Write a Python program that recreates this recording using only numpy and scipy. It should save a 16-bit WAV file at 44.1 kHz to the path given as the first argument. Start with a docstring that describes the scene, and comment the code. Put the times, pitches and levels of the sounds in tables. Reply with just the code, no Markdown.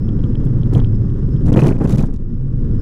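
"""Car over a cattle grid

An old car rolls along a sealed country road and crosses a steel cattle grid, heard from a small camera on its body.
Engine orders, coloured noise and a thin whine make the drone; a loose part ticks and grit flicks on the panels.
A bump, then each axle on the bars, shakes thuds and rattle out of noise; tyre thumps, bar clangs and chimes
are struck modes. At listed jolts the microphone chokes for a moment."""
import sys
import numpy as np
from scipy import signal
from scipy.fft import rfft, irfft
from scipy.io import wavfile
from scipy.ndimage import uniform_filter1d

SR = 44100
rng = np.random.default_rng(int(sys.argv[2]) if len(sys.argv) > 2 else 0)


def level_to_linear(level):
    """Convert decibel levels to linear amplitude factors, elementwise."""
    exponent = np.asarray(level, float) / 20
    return 10 ** exponent


def materialize(psi):
    """Save the field psi as 16-bit PCM at rate SR to the path in sys.argv[1].

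    A 1-D psi becomes a single channel; in a 2-D psi each row is a channel.
    """
    bounded = np.clip(np.atleast_2d(psi).T, -1, 1)
    quanta = np.round(bounded * 32767).astype(np.int16)
    wavfile.write(sys.argv[1], SR, quanta)


N = 123921


def curve(rows):
    """Columns of a table, joined linearly in time."""
    time_s, *columns = np.transpose(rows)
    return [np.interp(np.arange(N) / SR, time_s, column) for column in columns]


def rms_one(x):
    """Scale to rms 1."""
    return x / np.sqrt(np.mean(x ** 2) + 1e-20)


def drift(rate_hz):
    """Slow chance with spread 1: noise through a double pole, made at SR / 40."""
    pole = np.exp(-80 * np.pi * rate_hz / SR)
    noise = rng.standard_normal(N // 40 + 2002)
    slow = signal.lfilter([1], [1, -2 * pole, pole * pole], noise)[2000:]
    return np.interp(np.arange(N) / 40, np.arange(len(slow)), rms_one(slow))


def ring(clicks, hz, t60_s):
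    """Clicks set one damped mode ringing: a two-pole resonator."""
    radius = level_to_linear(-60 / (max(t60_s, .002) * SR))
    angle = 2 * np.pi * hz / SR
    feedback = [1, -2 * radius * np.cos(angle), radius * radius]
    return signal.lfilter([0, np.sin(angle)], feedback, clicks + 1e-18)


def colour(x, spectrum):
    """Give a signal a spectrum, joined over log frequency; rms 1."""
    hz, db = np.transpose(spectrum)
    bin_hz = np.arange(N // 2 + 1) * SR / N + 1
    gain_db = np.interp(np.log(bin_hz), np.log(hz), db, left=-90, right=-120)
    return rms_one(irfft(rfft(x) * level_to_linear(gain_db), N))


def strike(events, modes, cut_hz):
    """Each blow, a click with a rough after-contact, excites every mode with a strength of its own."""
    contact_s, contact_rough, scatter_db = .0025, .075, 1.5
    time_s, db = np.transpose(events)
    scatter = scatter_db * rng.standard_normal((len(time_s), len(modes)))
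    length = SR // 100
    decay = np.exp(-np.arange(length) / SR / contact_s)
    contacts = contact_rough * rng.standard_normal((len(time_s), length)) * decay
    contacts[:, 0] = 1
    out = 0
    for k, (hz, mode_db, t60_s) in enumerate(modes):
        clicks = np.zeros(N)
        for at, gain, contact in zip(time_s, level_to_linear(db + mode_db + scatter[:, k]), contacts):
            clicks[int(at * SR):][:length] += gain * contact
        out = out + (-1) ** k * ring(clicks, hz, t60_s)  # modes alternate in sign
    return signal.sosfilt(signal.butter(4, cut_hz, fs=SR, output="sos"), out)


# drone of engine and road: (time [s], base level [dB], fifth order [dB], sixth order [dB])
DRONE_LEVELS = [(0, -53.5, -26.5, -31.5), (.6, -53, -21.5, -20), (.95, -55, -20.5, -29),
                (1.4, -53, -23, -21.5), (2.0, -55, -36, -24.5), (2.2, -62, -36.5, -34.5),
                (2.45, -60, -27, -21), (2.81, -53.5, -26.5, -29)]
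# panel roar spectrum: (frequency [Hz], relative density [dB])
ROAR_SPECTRUM = [(14, -6.5), (33, 2.5), (70, -5.5), (118, -3.5), (250, -8.5), (540, -29.5), (660, -47.5),
                 (1200, -44.5), (1900, -53.5), (2200, -64), (3200, -60.5), (4400, -69), (6000, -67),
                 (15000, -85)]


def engine_orders(fifth_db, sixth_db):
    """Sines at 1, 5 and 6 times a wavering crank rate."""
    crank_hz, crank_db, pitch_waver, order_waver_db = 21.38, -19.5, .035, 3.0
    crank_phase = 2 * np.pi * np.cumsum(crank_hz * (1 + pitch_waver * drift(6.0))) / SR
    out = np.zeros(N)
    for order, rms_db, waver in [(1, crank_db, .5), (5, fifth_db, 1), (6, sixth_db, 1)]:
        level = level_to_linear(rms_db + waver * order_waver_db * drift(16.0))
        out += level * np.sqrt(2) * np.sin(order * crank_phase + rng.uniform(0, 2 * np.pi))
    return out


def panel_roar():
    """Lumpy noise coloured by the panels."""
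    return colour(rng.standard_normal(N) * level_to_linear(1.5 * drift(34.0)), ROAR_SPECTRUM)


def thin_whine():
    """Noise through two equal resonators, wavering in level."""
    whine_hz, width_hz = 5220, 320
    t60_s = np.log(1000) / np.pi / width_hz
    once = ring(rng.standard_normal(N), whine_hz, t60_s)
    return rms_one(ring(once, whine_hz, t60_s)) * level_to_linear(2.8 * drift(30.0))


def drone():
    """Engine orders over roar and whine, which share the base level."""
    roar_over_base_db, whine_over_base_db = 37.5, -16
    base_db, fifth_db, sixth_db = curve(DRONE_LEVELS)
    noise = level_to_linear(roar_over_base_db) * panel_roar() + level_to_linear(whine_over_base_db) * thin_whine()
    return engine_orders(fifth_db, sixth_db) + level_to_linear(base_db) * noise


# ticks of a loose part: (time [s], level [dB])
TICK_EVENTS = [(0.0892, -32.5), (0.2393, -29), (0.354, -24), (0.633, -30), (0.7503, -24), (0.783, -40),
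               (0.8008, -24), (0.846, -25.5), (0.9464, -42), (1.0992, -36), (1.3643, -42), (1.5392, -20)]
# modes of the loose part: (frequency [Hz], level [dB], t60 [s])
TICK_PART_MODES = [(1500, -8, .003), (2500, -9, .003), (3200, -4, .007)]


def loose_part_ticks():
    """Listed ticks and faint chance ones before the grid strike short modes."""
    faint_count, faint_db = 8, -43
    faint = [(s, faint_db) for s in rng.uniform(0, GRID_SHAKING[0][0], faint_count)]
    return strike(TICK_EVENTS + faint, TICK_PART_MODES, 5700)


# grit flicks on the panels: (time [s], level [dB], pitch [Hz])
GRIT_FLICKS = [(0.45, -47, 10780), (0.736, -41.5, 8740), (.7503, -44, 6940), (2.058, -45, 7650),
               (2.138, -44.5, 6000), (2.161, -48, 6040)]


def grit():
    """Short decaying noise puffs, each in a band round its own pitch."""
    decay_s = .0064
    out = np.zeros(N + SR)
    t = np.arange(SR // 20) / SR
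    for time_s, db, hz in GRIT_FLICKS:
        band = signal.butter(2, [hz * 0.42, min(hz * 1.2, 16000)], "band", fs=SR, output="sos")
        puff = rng.standard_normal(len(t)) * np.exp(-t / decay_s)
        out[int(time_s * SR):][:len(t)] += level_to_linear(db) * signal.sosfilt(band, puff)
    return out[:N]


# shaking on a bump in the road: (time [s], thud [dB], rattle [dB])
BUMP_SHAKING = [(.70, -35, -97), (.735, -22, -48.5), (.79, -15, -56), (.86, -37, -78.5)]
# shaking under each axle on the grid: (time [s], thud [dB], rattle [dB])
GRID_SHAKING = [(1.43, -50, -92), (1.46, -23.5, -52.5), (1.495, -11, -47.5), (1.58, -9.5, -45),
                (1.69, -11.5, -44), (1.73, -13, -58.5), (1.75, -23, -64), (1.82, -19, -56.5),
                (1.88, -18, -46.5), (1.92, -19, -45), (1.99, -17.5, -44), (2.02, -20, -51.5),
                (2.1, -29.5, -70.5), (2.19, -52, -85.5)]
# thud spectrum: (frequency [Hz], relative density [dB])
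THUD_SPECTRUM = [(50, -22), (90, -8.5), (150, 2), (250, -0.5), (400, -8.5), (650, -20), (1200, -30),
                 (2500, -45)]
# rattle spectrum: (frequency [Hz], relative density [dB])
RATTLE_SPECTRUM = [(900, -11.5), (3000, -4), (4500, -7), (6400, -6), (10000, -13.5), (15800, -22)]
# modes ringing in the rattle: (frequency [Hz], level [dB], t60 [s])
RATTLE_MODES = [(10300, -15, .012), (14700, -20.5, .015)]


def panel_thud():
    """Tyre thuds in the panels: lumpy low noise."""
    return colour(rng.standard_normal(N) * level_to_linear(3.36 * drift(40.0)), THUD_SPECTRUM)


def metal_rattle():
    """Dense chance clicks of loose metal, spread into noise puffs and ringing modes."""
    clicks_per_s, puff_samples, steady_noise = 790, 60, 0.34
    sizes = level_to_linear(3.0 * np.minimum(rng.exponential(1, N), 4)) * rng.choice([-1, 1], N)
    clicks = rms_one(sizes * (rng.random(N) < clicks_per_s / SR))
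    puffs = uniform_filter1d(np.abs(clicks), size=puff_samples) * rng.standard_normal(N)
    rattle = colour(rms_one(puffs) + steady_noise * rng.standard_normal(N), RATTLE_SPECTRUM)
    for hz, db, t60_s in RATTLE_MODES:
        rattle = rattle + level_to_linear(db) * rms_one(ring(clicks, hz, t60_s))
    return rattle


def shaking():
    """Thud and rattle follow the bump and the axles."""
    thud_db, rattle_db = curve(BUMP_SHAKING + GRID_SHAKING)
    return level_to_linear(thud_db) * panel_thud() + level_to_linear(rattle_db + 1.5 * drift(45.0)) * metal_rattle()


# tyres thump on the bump and the bars: (time [s], level [dB])
THUMP_EVENTS = [(.764, 1), (1.449, -1.5), (1.487, 0), (1.522, -2), (1.567, -2.5), (1.594, -4.5),
                (1.803, -10.5), (1.929, -3), (1.978, -10.5), (2.033, -9.5)]
# low thump modes: (frequency [Hz], level [dB], t60 [s])
TYRE_MODES = [(129.6, -1.5, 0.083), (210, -7.5, 0.084)]


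def tyre_thumps():
    """Blows on two low modes."""
    return strike(THUMP_EVENTS, TYRE_MODES, 600)


# tyres clang on the bars: (time [s], level [dB])
CLANG_EVENTS = [(1.502, -34), (1.520, -31), (1.5675, -24), (1.572, -10), (1.5915, -12.5), (1.600, -25),
                (1.619, -18), (1.643, -17.5), (1.667, -27.5), (1.688, -23), (1.723, -29), (1.767, -40),
                (1.812, -33), (1.856, -30), (1.920, -29.5), (1.959, -30), (1.993, -30)]
# bar modes: (frequency [Hz], level [dB], t60 [s])
CLANG_MODES = [(1250, -6, .008), (1900, -7, .008), (2500, -5, .012), (3100, -11, .005)]


def bar_clangs():
    """Blows on short modes of the steel bars."""
    return strike(CLANG_EVENTS, CLANG_MODES, 5300)


# a loose steel part chimes under the rear axle: (time [s], level [dB])
CHIME_EVENTS = [(1.918, -48), (1.99, -52.5)]
# chime mode: (frequency [Hz], level [dB], t60 [s])
STEEL_PART_MODES = [(3780, 0, .2)]


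def steel_chimes():
    """Blows on one longer-ringing mode."""
    return strike(CHIME_EVENTS, STEEL_PART_MODES, 6000)


def scene():
    """Both channels carry nearly the same sound; faint delayed copies, one of them treble only, make the side
    signal."""
    side_db, side_treble_db = -39.5, -23
    mid = drone() + loose_part_ticks() + grit() + shaking()
    mid = mid + tyre_thumps() + bar_clangs() + steel_chimes()
    treble = signal.sosfilt(signal.butter(2, 4000, "high", fs=SR, output="sos"), mid)
    side = level_to_linear(side_db) * np.roll(mid, 150) + level_to_linear(side_treble_db) * np.roll(treble, 9)  # delays [samples]
    return np.array([mid + side, mid - side])


# the microphone chokes: (start [s], length [s], membrane swing [1])
CHOKE_EVENTS = [(1.472, 0.005, -0.71), (1.506, 0.013, -0.48), (1.55, 0.0086, -0.02), (1.654, 0.0055, 0.2),
                (1.772, 0.0079, -0.13), (1.792, 0.0078, -0.25), (1.862, 0.01, -.37), (1.962, 0.0095, -0.13),
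                (2.112, .011, -0.36), (2.172, 0.012, -0.35)]


def choked_microphone(dry):
    """While choked the membrane swings aside and the output settles to silence."""
    close_s, reopen_s, rise_s, settle_s = .004, .0015, .003, .004
    t = np.arange(N) / SR
    openness, swing = np.ones(N), np.zeros(N)
    for start_s, length_s, depth in CHOKE_EVENTS:
        closing = (start_s + close_s - t) / close_s
        reopening = (t - start_s - length_s) / reopen_s
        openness *= np.clip(np.maximum(closing, reopening), 0, 1)
        rise = np.exp(-((t - start_s) / rise_s) ** 2)
        settle = np.exp(-(np.abs(t - start_s) / settle_s) ** 1.6)
        swing += depth * np.where(t < start_s, rise, settle)
    return dry * openness + swing


def low_pass(x):
    """Removes everything above the highest recorded frequency."""
    return signal.sosfilt(signal.butter(12, 15930, fs=SR, output="sos"), x)


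def record(dry):
    """The microphone chokes, both ends fade briefly, peaks are rounded."""
    t, fade_s = np.arange(N) / SR, .004
    fade = np.clip(np.minimum(t, t[-1] - t) / fade_s, .1, 1)
    mix = np.tanh(choked_microphone(dry) * fade)
    return low_pass(mix)


dry = scene()
out = record(dry)
materialize(out)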